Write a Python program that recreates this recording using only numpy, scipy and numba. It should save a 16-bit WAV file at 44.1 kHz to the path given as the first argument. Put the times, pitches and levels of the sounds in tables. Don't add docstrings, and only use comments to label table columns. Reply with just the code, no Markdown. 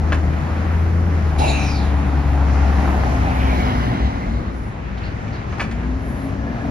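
import sys
import numpy as np
from scipy import signal
from scipy.fft import rfft, irfft, next_fast_len
from scipy.io import wavfile
from scipy.ndimage import uniform_filter1d, map_coordinates
from numba import njit

SR = 44100
rng = np.random.default_rng(int(sys.argv[2]) if len(sys.argv) > 2 else 0)


def output_pcm(signal):
    pcm = np.clip(np.atleast_2d(signal).T, -1, 1) * 32767
    wavfile.write(sys.argv[1], SR, np.round(pcm).astype(np.int16))


N = 295470

# (time [s], loudness re closest pass [dB], treble lift [dB])
TRAFFIC_RIDE = [(0, -5.5, -3), (.3, -5.5, 0), (.63, -5, 0), (1.07, -6.5, 1.5), (1.4, -4, -1), (2, -4, -1.5),
                (2.3, -4.5, 0), (2.65, -1.5, -2), (2.85, -2, 1.5), (3.3, -1, 0.5), (3.8, -1.5, 1.5),
                (4.05, -3.5, -3), (4.35, -6.5, -3), (4.6, -9.5, -4), (4.85, -9, -6.5), (5.3, -7, -7.5),
                (5.55, -6, -8.5), (5.9, -8.5, -2), (6.2, -7.5, -2), (6.4, -7.5, -4), (6.7, -6, -2)]
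# (time [s], left port's lag for lows [ms], left port's lag for highs [ms], direct share [0-1])
VEHICLE_BEARING = [(0, -0.16, -0.024, 0.34), (2.2, -0.055, -0.048, 0.26), (2.9, 0.13, -0.00077, 0.25),
                   (3.2, 0.27, 0.37, 0.08), (3.6, 0.43, 0.53, 0.64), (4.7, 0.44, 0.37, 0.16),
                   (4.85, -0.54, -0.27, 0.03), (5.55, -0.42, -0.31, 0.16), (5.7, -0.24, -0.045, 0.31),
                   (6.7, -0.18, 0.035, 0.32)]


def undb(db):
    return 10 ** (np.asarray(db) / 20)


def unit(x):
    return x / np.sqrt(np.mean(x ** 2))


def curves(table, silent=()):
    times, *columns = np.transpose(table)
    t = np.arange(N) / SR
    outside_db = -400 * (np.maximum(times[0] - t, 0) + np.maximum(t - times[-1], 0))
    return [np.interp(t, times, c) + (k in silent) * outside_db for k, c in enumerate(columns)]


def eq_gain(hz, table):
    points_hz, db = np.transpose(table)
    return undb(np.interp(np.log(hz), np.log(points_hz), db))


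def glide(start, end, from_hz, to_hz):
    return np.interp(np.arange(N) / SR, (start, end), (from_hz, to_hz))


def gate(start, end, fade_s):
    t = np.arange(N) / SR
    return np.clip(np.minimum(t - start, end - t) / fade_s, 0, 1)


@njit
def svf(x, hz, width):
    y, band_state, low_state = np.empty(len(x)), 0., 0.
    for i in range(len(x)):
        g, damping = np.pi * hz[i] / SR, width / hz[i]
        g *= 1 + g * g / 3
        v = (band_state + g * (x[i] - low_state)) / (1 + g * (g + damping))
        band_state = 2 * v - band_state
        low_state += 2 * g * v
        y[i] = damping * v
    return y


def resonate(x, hz, width_hz):
    hz, width_hz = hz + np.zeros(N), float(width_hz)
    return unit(svf(svf(x, hz, width_hz), hz, width_hz))


def band(hz, width_hz):
    return resonate(rng.standard_normal(N), hz, width_hz)


def walk(rate):
    hold = int(SR / rate)
    steps = np.repeat(rng.standard_normal(N // hold + 1), hold)
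    return 1.3 * uniform_filter1d(uniform_filter1d(steps, hold), hold)[:N]


def tone(hz, db, rough, rate=25):
    size = np.sqrt(2) * undb(db) * (1 + rough * walk(rate))
    return size * np.sin(2 * np.pi * np.cumsum(hz) / SR + rough * walk(rate))


def ports(x, lag_ms, shadow_db_per_ms=2.5):
    shift, shadow_db = lag_ms * SR / 2000, shadow_db_per_ms * lag_ms / 2
    return np.array([map_coordinates(x, [np.arange(N) - side * shift], order=3, mode="nearest")
                     * undb(-side * shadow_db) for side in (1, -1)])


def street_echo(x, t60_s=0.29, predelay_s=0.015, damp_hz=3700):
    t = np.arange(SR) / SR
    cloud = rng.standard_normal((2, SR)) * undb(-60 * t / t60_s) * (t > predelay_s)
    cloud = signal.lfilter(*signal.butter(1, damp_hz, fs=SR), cloud)
    return signal.fftconvolve(x[None], cloud / np.sqrt(np.sum(cloud ** 2) / 2))[:, :N]


def traffic(firings):
    # (level at closest pass [dB], response to loudness [dB/dB], response to treble lift [dB/dB])
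    layers = [(-22, 0.8, 0.07), (-24.5, 0.53, 0.52), (-27, 1.15, 0.18), (-34, 1.17, -0.12),
              (-45, 1.19, 0.26), (-52, 1.33, 1.5)]
    edges_hz = (0, 120, 450, 1400, 3500, 8000, 20000)
    # (frequency [Hz], relative level [dB])
    spectrum = [(28, -67), (45, -37), (70, -31.5), (110, -35), (200, -30), (280, -35), (450, -39.5),
                (760, -38.5), (1100, -39), (2200, -46), (3300, -66), (5000, -65), (7500, -67.5),
                (10000, -60.5), (13000, -61), (16000, -72)]
    # (frequency [Hz], side against mid [dB])
    wash_width = [(60, -18), (200, -11), (450, -0.5), (900, 1), (1800, 0.5), (2360, -2), (3100, -8.5),
                  (4100, -9), (5400, 0.5), (7200, 14), (10000, 1)]
    direct, wash = np.zeros((2, N)), np.zeros((2, N))
    direct_share = np.clip(curves(VEHICLE_BEARING)[-1], 0, 1)
    loud_db, treble_db = curves(TRAFFIC_RIDE)
    centres = 28 * 2 ** np.arange(0, 9.3, .4)
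    throb = 1 + 0.088 * np.cos(2 * np.pi * firings)
    for (closest_db, by_loud, by_treble), low_hz, high_hz in zip(layers, edges_hz, edges_hz[1:]):
        level_db = closest_db + by_loud * loud_db + by_treble * treble_db + 0.52 * walk(3.805)
        inside = centres[(centres >= low_hz) & (centres < high_hz)]
        colour = eq_gain(inside, spectrum)
        for hz, weight in zip(inside, colour / np.linalg.norm(colour)):
            gain = weight * undb(level_db + 1.33 * walk(14))
            aimed = direct_share / (1 + (hz / 8000) ** 2)
            roar = band(hz, 0.41 * hz) * (throb if hz > 450 else 1)
            direct[int(hz > 1400)] += gain * np.sqrt(aimed) * roar
            spread = eq_gain(hz, wash_width)
            mid, side = band(hz, 0.53 * hz), spread * band(hz, 0.44 * hz)
            wash += gain * np.sqrt(1 - aimed) * np.array([mid + side, mid - side]) / np.hypot(1, spread)
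    return *direct, wash


def idler():
    # (time [s], firing rate [Hz], level [dB])
    idle = [(4.3, 55, -22), (4.65, 61.6, -32.5), (5.1, 59.3, -29.5), (5.4, 58.1, -44), (5.95, 60.9, -25),
            (6.3, 62.1, -42), (6.5, 64.7, -28), (6.7, 60.5, -48)]
    return tone(*curves(idle, silent=(1,)), rough=0.44, rate=15)


def distant_engines():
    # (start [s], end [s], from [Hz], to [Hz], level [dB])
    hums = [(1.47, 2.1, 210, 189, -34), (2.5, 3, 187, 184, -35.5), (3.676, 4.35, 283, 273.7, -34),
            (4.916, 5.7, 100, 110.8, -32), (6.38, 8.4, 224, 340, -31.5), (5.6, 6.36, 160, 270, -40),
            (.75, 1.23, 280, 284, -38)]
    return sum(gate(start, end, fade_s=0.042) * tone(glide(start, end, from_hz, to_hz), db, rough=0.18)
               for start, end, from_hz, to_hz, db in hums)


def body_resonances(swell_db=9):
    # (start [s], crest [s], end [s], from [Hz], to [Hz], width [Hz], level [dB])
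    swells = [(1.3, 3.5, 4.4, 794, 758, 256, -30), (3.25, 3.6, 3.9, 2490, 1960, 250, -35),
              (3.86, 4.1, 4.4, 2020, 2110, 160, -42.5), (6.2, 6.1, 8.7, 123, 150, 36, -32.5),
              (3.238, 3.53, 4.09, 2900, 3100, 810, -39.5), (3.4, 3.71, 4.0, 5450, 4800, 450, -51.5),
              (5.9, 6.5, 7.0, 1740, 1670, 110, -41.5), (5.9, 6.6, 7.0, 560, 730, 230, -37.5),
              (3.2, 3.55, 4.5, 4000, 3780, 1000, -48)]
    out = np.zeros(N)
    for start, crest, end, from_hz, to_hz, width_hz, db in swells:
        level_db, = curves([(start, db - swell_db), (crest, db), (end, db - swell_db)], silent=(0,))
        out += undb(level_db + 2.4 * walk(20)) * band(glide(start, end, from_hz, to_hz), width_hz)
    return out


def iron_cover(focus_db_per_octave=9, detune=0.015, crack_linger_s=0.0062):
    # (pitch [Hz], level [dB], ring time to -60 dB [s])
    modes = [(320, -6, .025), (550, -6, .02), (790, -1, .035), (1080, -3, .03), (1250, -4, .022),
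             (1465, -3, .028), (1645, -4, .022), (1755, -2, .032), (2050, -4, .016), (2285, -2, .026),
             (2570, -2, .024), (2900, -6, .016), (3400, -8, .012), (4120, -5, .018), (4570, -7, .014)]
    # (time [s], peak [dB], rattle time constant [s], best excited pitch [Hz], crack rms [dB])
    knocks = [(0.122, -9.5, 0.0023, 1710, -42), (0.127, -12, 0.009, 1730, -39),
              (0.1442, -18.5, 0.0079, 1740, -43), (.336, -24, .005, 2030, -54),
              (0.379, -37, .004, 2200, -57), (1.293, -39, .0067, 2502, -55), (2.845, -19, .003, 900, -60),
              (2.8755, -14, 0.0029, 635, -62), (2.891, -21, 0.0026, 990, -62), (2.915, -21, .004, 700, -64),
              (2.987, -19, .004, 700, -60), (3.0355, -13, .0015, 800, -60), (5.279, -29, 0.015, 2590, -59),
              (5.526, -23.5, .014, 1300, -56), (5.582, -25.5, 0.0091, 893, -46),
              (5.597, -12, 0.0026, 2300, -45), (5.602, -11.5, 0.018, 2190, -44),
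              (5.612, -20, 0.017, 850, -40), (5.713, -24, 0.014, 2200, -45)]
    out, t = np.zeros(N + SR), np.arange(SR // 4) / SR
    hz, mode_db, t60 = np.transpose(modes)[:, :, None]
    hiss = band(5460, width_hz=11300)
    for time, peak_db, rattle_s, best_hz, crack_db in knocks:
        span = slice(int(time * SR), int(time * SR) + len(t))
        scatter_db, mistune = rng.standard_normal((2, len(modes), 1))
        falloff_db = np.minimum(focus_db_per_octave * np.abs(np.log2(hz / best_hz)), 18)
        decay = undb(mode_db - falloff_db + scatter_db - 60 * t / t60)
        ring = np.sum(decay * np.sin(2 * np.pi * hz * (1 + detune * mistune) * t), axis=0)
        rattle = rng.standard_normal(len(t)) * np.exp(-t / rattle_s)
        rattle[0] = 4
        push = np.hanning(int(.35 * SR / best_hz) + 2)
        hit = signal.fftconvolve(np.convolve(rattle, push), ring)[:len(t)]
        crack = undb(crack_db) * hiss[span] * np.exp(-t / (rattle_s + crack_linger_s))
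        out[span] += undb(peak_db) * hit / np.abs(hit).max() + crack
    return out[:N]


def air_valve(sag_start_s=1.443, split_hz=3000):
    # (opens [s], attack [s],
    # hold [s], release [dB/s], level [dB], centre [Hz], width [Hz], sag [Hz/s])
    blast = [(1.378, 0.018, 0.047, 40, -32, 2900, 9800, -1),
             (1.379, 0.0098, 0.057, 74, -36, 8000, 3500, -6), (1.388, 0.009, 0.1, 118, -26.5, 270, 300, 0),
             (1.394, 0.0036, 0.048, 202, -23.5, 843, 160, 498),
             (1.395, 0.0034, 0.06, 140, -28, 675, 200, -1), (1.385, 0.04, 0.15, 109, -31, 2700, 280, 900),
             (1.363, 0.04, 0.19, 60, -36.5, 2360, 200, -50), (1.38, 0.014, 0.12, 41, -40, 4000, 560, 400),
             (1.4, 0.11, 0.27, 90, -39.5, 7730, 1260, 10000)]
    # (start [s], end [s], from [Hz], to [Hz], width [Hz], level [dB])
    puffs = [(2.058, 2.096, 9050, 9050, 7300, -55), (4.499, 4.75, 9550, 9520, 7760, -60.5),
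             (4.969, 5.0, 3010, 3470, 2500, -47.5), (4.998, 5.093, 1500, 1500, 1500, -41.5),
             (5.012, 5.055, 2500, 2780, 300, -46), (5.027, 5.093, 4260, 4370, 1100, -48.5),
             (5.32, 5.385, 4700, 3870, 1300, -51), (5.317, 5.39, 1500, 1500, 1500, -43),
             (5.494, 5.55, 6070, 6000, 1980, -62), (5.973, 6.34, 11000, 10900, 8000, -54)]
    out, t = np.zeros((2, N)), np.arange(N) / SR
    for opens, attack, hold, release, db, hz, width_hz, sag in blast:
        onset = np.clip((t - opens) / attack, 0, 1)
        envelope = onset * undb(db - release * np.maximum(t - opens - attack - hold, 0))
        sagging_hz = np.maximum(hz - sag * np.maximum(t - sag_start_s, 0), 0.34 * hz)
        out[int(hz > split_hz)] += envelope * undb(2.4 * walk(25.1)) * band(sagging_hz, width_hz)
    for start, end, from_hz, to_hz, width_hz, db in puffs:
        envelope = undb(db) * gate(start, end, fade_s=0.25 * (end - start))
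        out[int(from_hz > split_hz)] += envelope * band(glide(start, end, from_hz, to_hz), width_hz)
    return out * undb(1.1 * walk(40))


def diesel_clatter(ticks_per_s=80, spread_db=12):
    # (centre [Hz], width [Hz], level at closest pass [dB])
    block = [(695, 234, -37.5), (1330, 440, -39), (1950, 390, -43)]
    chance, softness, polarity = rng.random((3, N))
    ticks = (chance < ticks_per_s / SR) * undb(-spread_db * softness) * np.sign(polarity - .5)
    ringing = sum(undb(db) * resonate(ticks, hz, width_hz) for hz, width_hz, db in block)
    return ringing * undb(1.3 * curves(TRAFFIC_RIDE)[0])


def second_bus():
    # (time [s], pitch [Hz], level [dB])
    driveline = [(5.62, 213.7, -37), (5.83, 248, -30.5), (6, 266, -34), (6.38, 273.2, -32.5),
                 (6.45, 278.5, -36.5), (6.58, 278.5, -45), (6.65, 286.3, -27), (6.7, 282, -33)]
    return tone(*curves(driveline, silent=(1,)), rough=0.4)


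def first_bus():
    # (time [s], firing rate [Hz], fundamental [dB], 2nd harmonic [dB], 4th [dB], roughness [0-1])
    engine = [(0, 78.74, -17.5, -35, -34, 0.34), (.28, 77.64, -20.5, -29, -46.5, 0.08),
              (.56, 80.8, -19, -42, -55, 0.23), (1.04, 84.84, -16.5, -29.5, -34.5, 0.1),
              (1.26, 78.5, -16.5, -33.5, -53, 0), (1.5, 72.14, -19.5, -28.5, -35, 0),
              (1.9, 71.3, -19, -37.5, -34, 0), (2.25, 70.56, -17, -26, -29.5, 0.01),
              (2.57, 69.54, -13.5, -38, -34, 0.02), (2.89, 70.44, -17, -44, -33.5, 0.07),
              (3.05, 66.7, -19, -25.5, -47, 0.1), (3.25, 65.3, -20.5, -35.5, -31.5, 0.07),
              (3.52, 65.4, -17, -34, -27, 0.36), (3.7, 62.27, -25, -42, -29, 0.7),
              (3.85, 60.03, -21, -23.5, -27, 0.4), (4.08, 58.95, -20.5, -40, -32, 0.4),
              (4.15, 58.87, -48, -45, -38, 0.3), (4.45, 58.54, -37, -51, -31, 0.3)]
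    hz, db, second_db, fourth_db, rough = curves(engine, silent=(1, 2, 3))
    drone = tone(hz, db, rough) + tone(2 * hz, second_db, rough=0.064)
    drone += tone(4 * hz, fourth_db, rough=0.15, rate=30)
    return drone, np.cumsum(hz) / SR


def scene():
    drone, firings = first_bus()
    engines = drone + idler() + second_bus() + distant_engines()
    roar_low, roar_high, wash = traffic(firings)
    roar_low += body_resonances()
    air_low, air_high = air_valve()
    knocks = iron_cover()
    echo = street_echo(undb(-8) * (air_low + air_high) + undb(-14.5) * knocks + undb(-32) * engines)
    low_lag_ms, high_lag_ms, _ = curves(VEHICLE_BEARING)
    moving = ports(engines + roar_low + diesel_clatter(), low_lag_ms) + ports(roar_high, high_lag_ms)
    still = ports(air_low, lag_ms=0.385) + ports(air_high, lag_ms=-0.026) + ports(knocks, lag_ms=-0.045)
    return moving + still + wash + echo


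def record(dry, mid_top_hz=12630, top_hz=15700):
    # (frequency [Hz], left minus right [dB])
    balance_curve = [(60, 3), (110, 2), (200, 4), (360, 2), (650, -0.5), (1190, 1), (2160, 1), (3920, -3.5),
                     (7120, 0), (12900, 3)]
    size = next_fast_len(N + SR // 10)
    f = np.arange(size // 2 + 1) * SR / size + 1

    def notch(hz, width_hz, db):
        return undb(db * np.exp(-((f - hz) / (width_hz / 2)) ** 4))

    balance = np.sqrt(eq_gain(f, balance_curve))
    left, right = rfft(dry, size) * np.array([balance, 1 / balance])
    mid = notch(8140, width_hz=1500, db=-31) * (left + right) / 2 / (1 + (f / mid_top_hz) ** 30)
    side = notch(11440, width_hz=2700, db=-40) * (left - right) / 2
    coloured = irfft([mid + side, mid - side], size)[:, :N]
    return signal.sosfilt(signal.ellip(10, .2, 80, top_hz, fs=SR, output="sos"), coloured)


dry = scene()
out = record(dry)
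output_pcm(out)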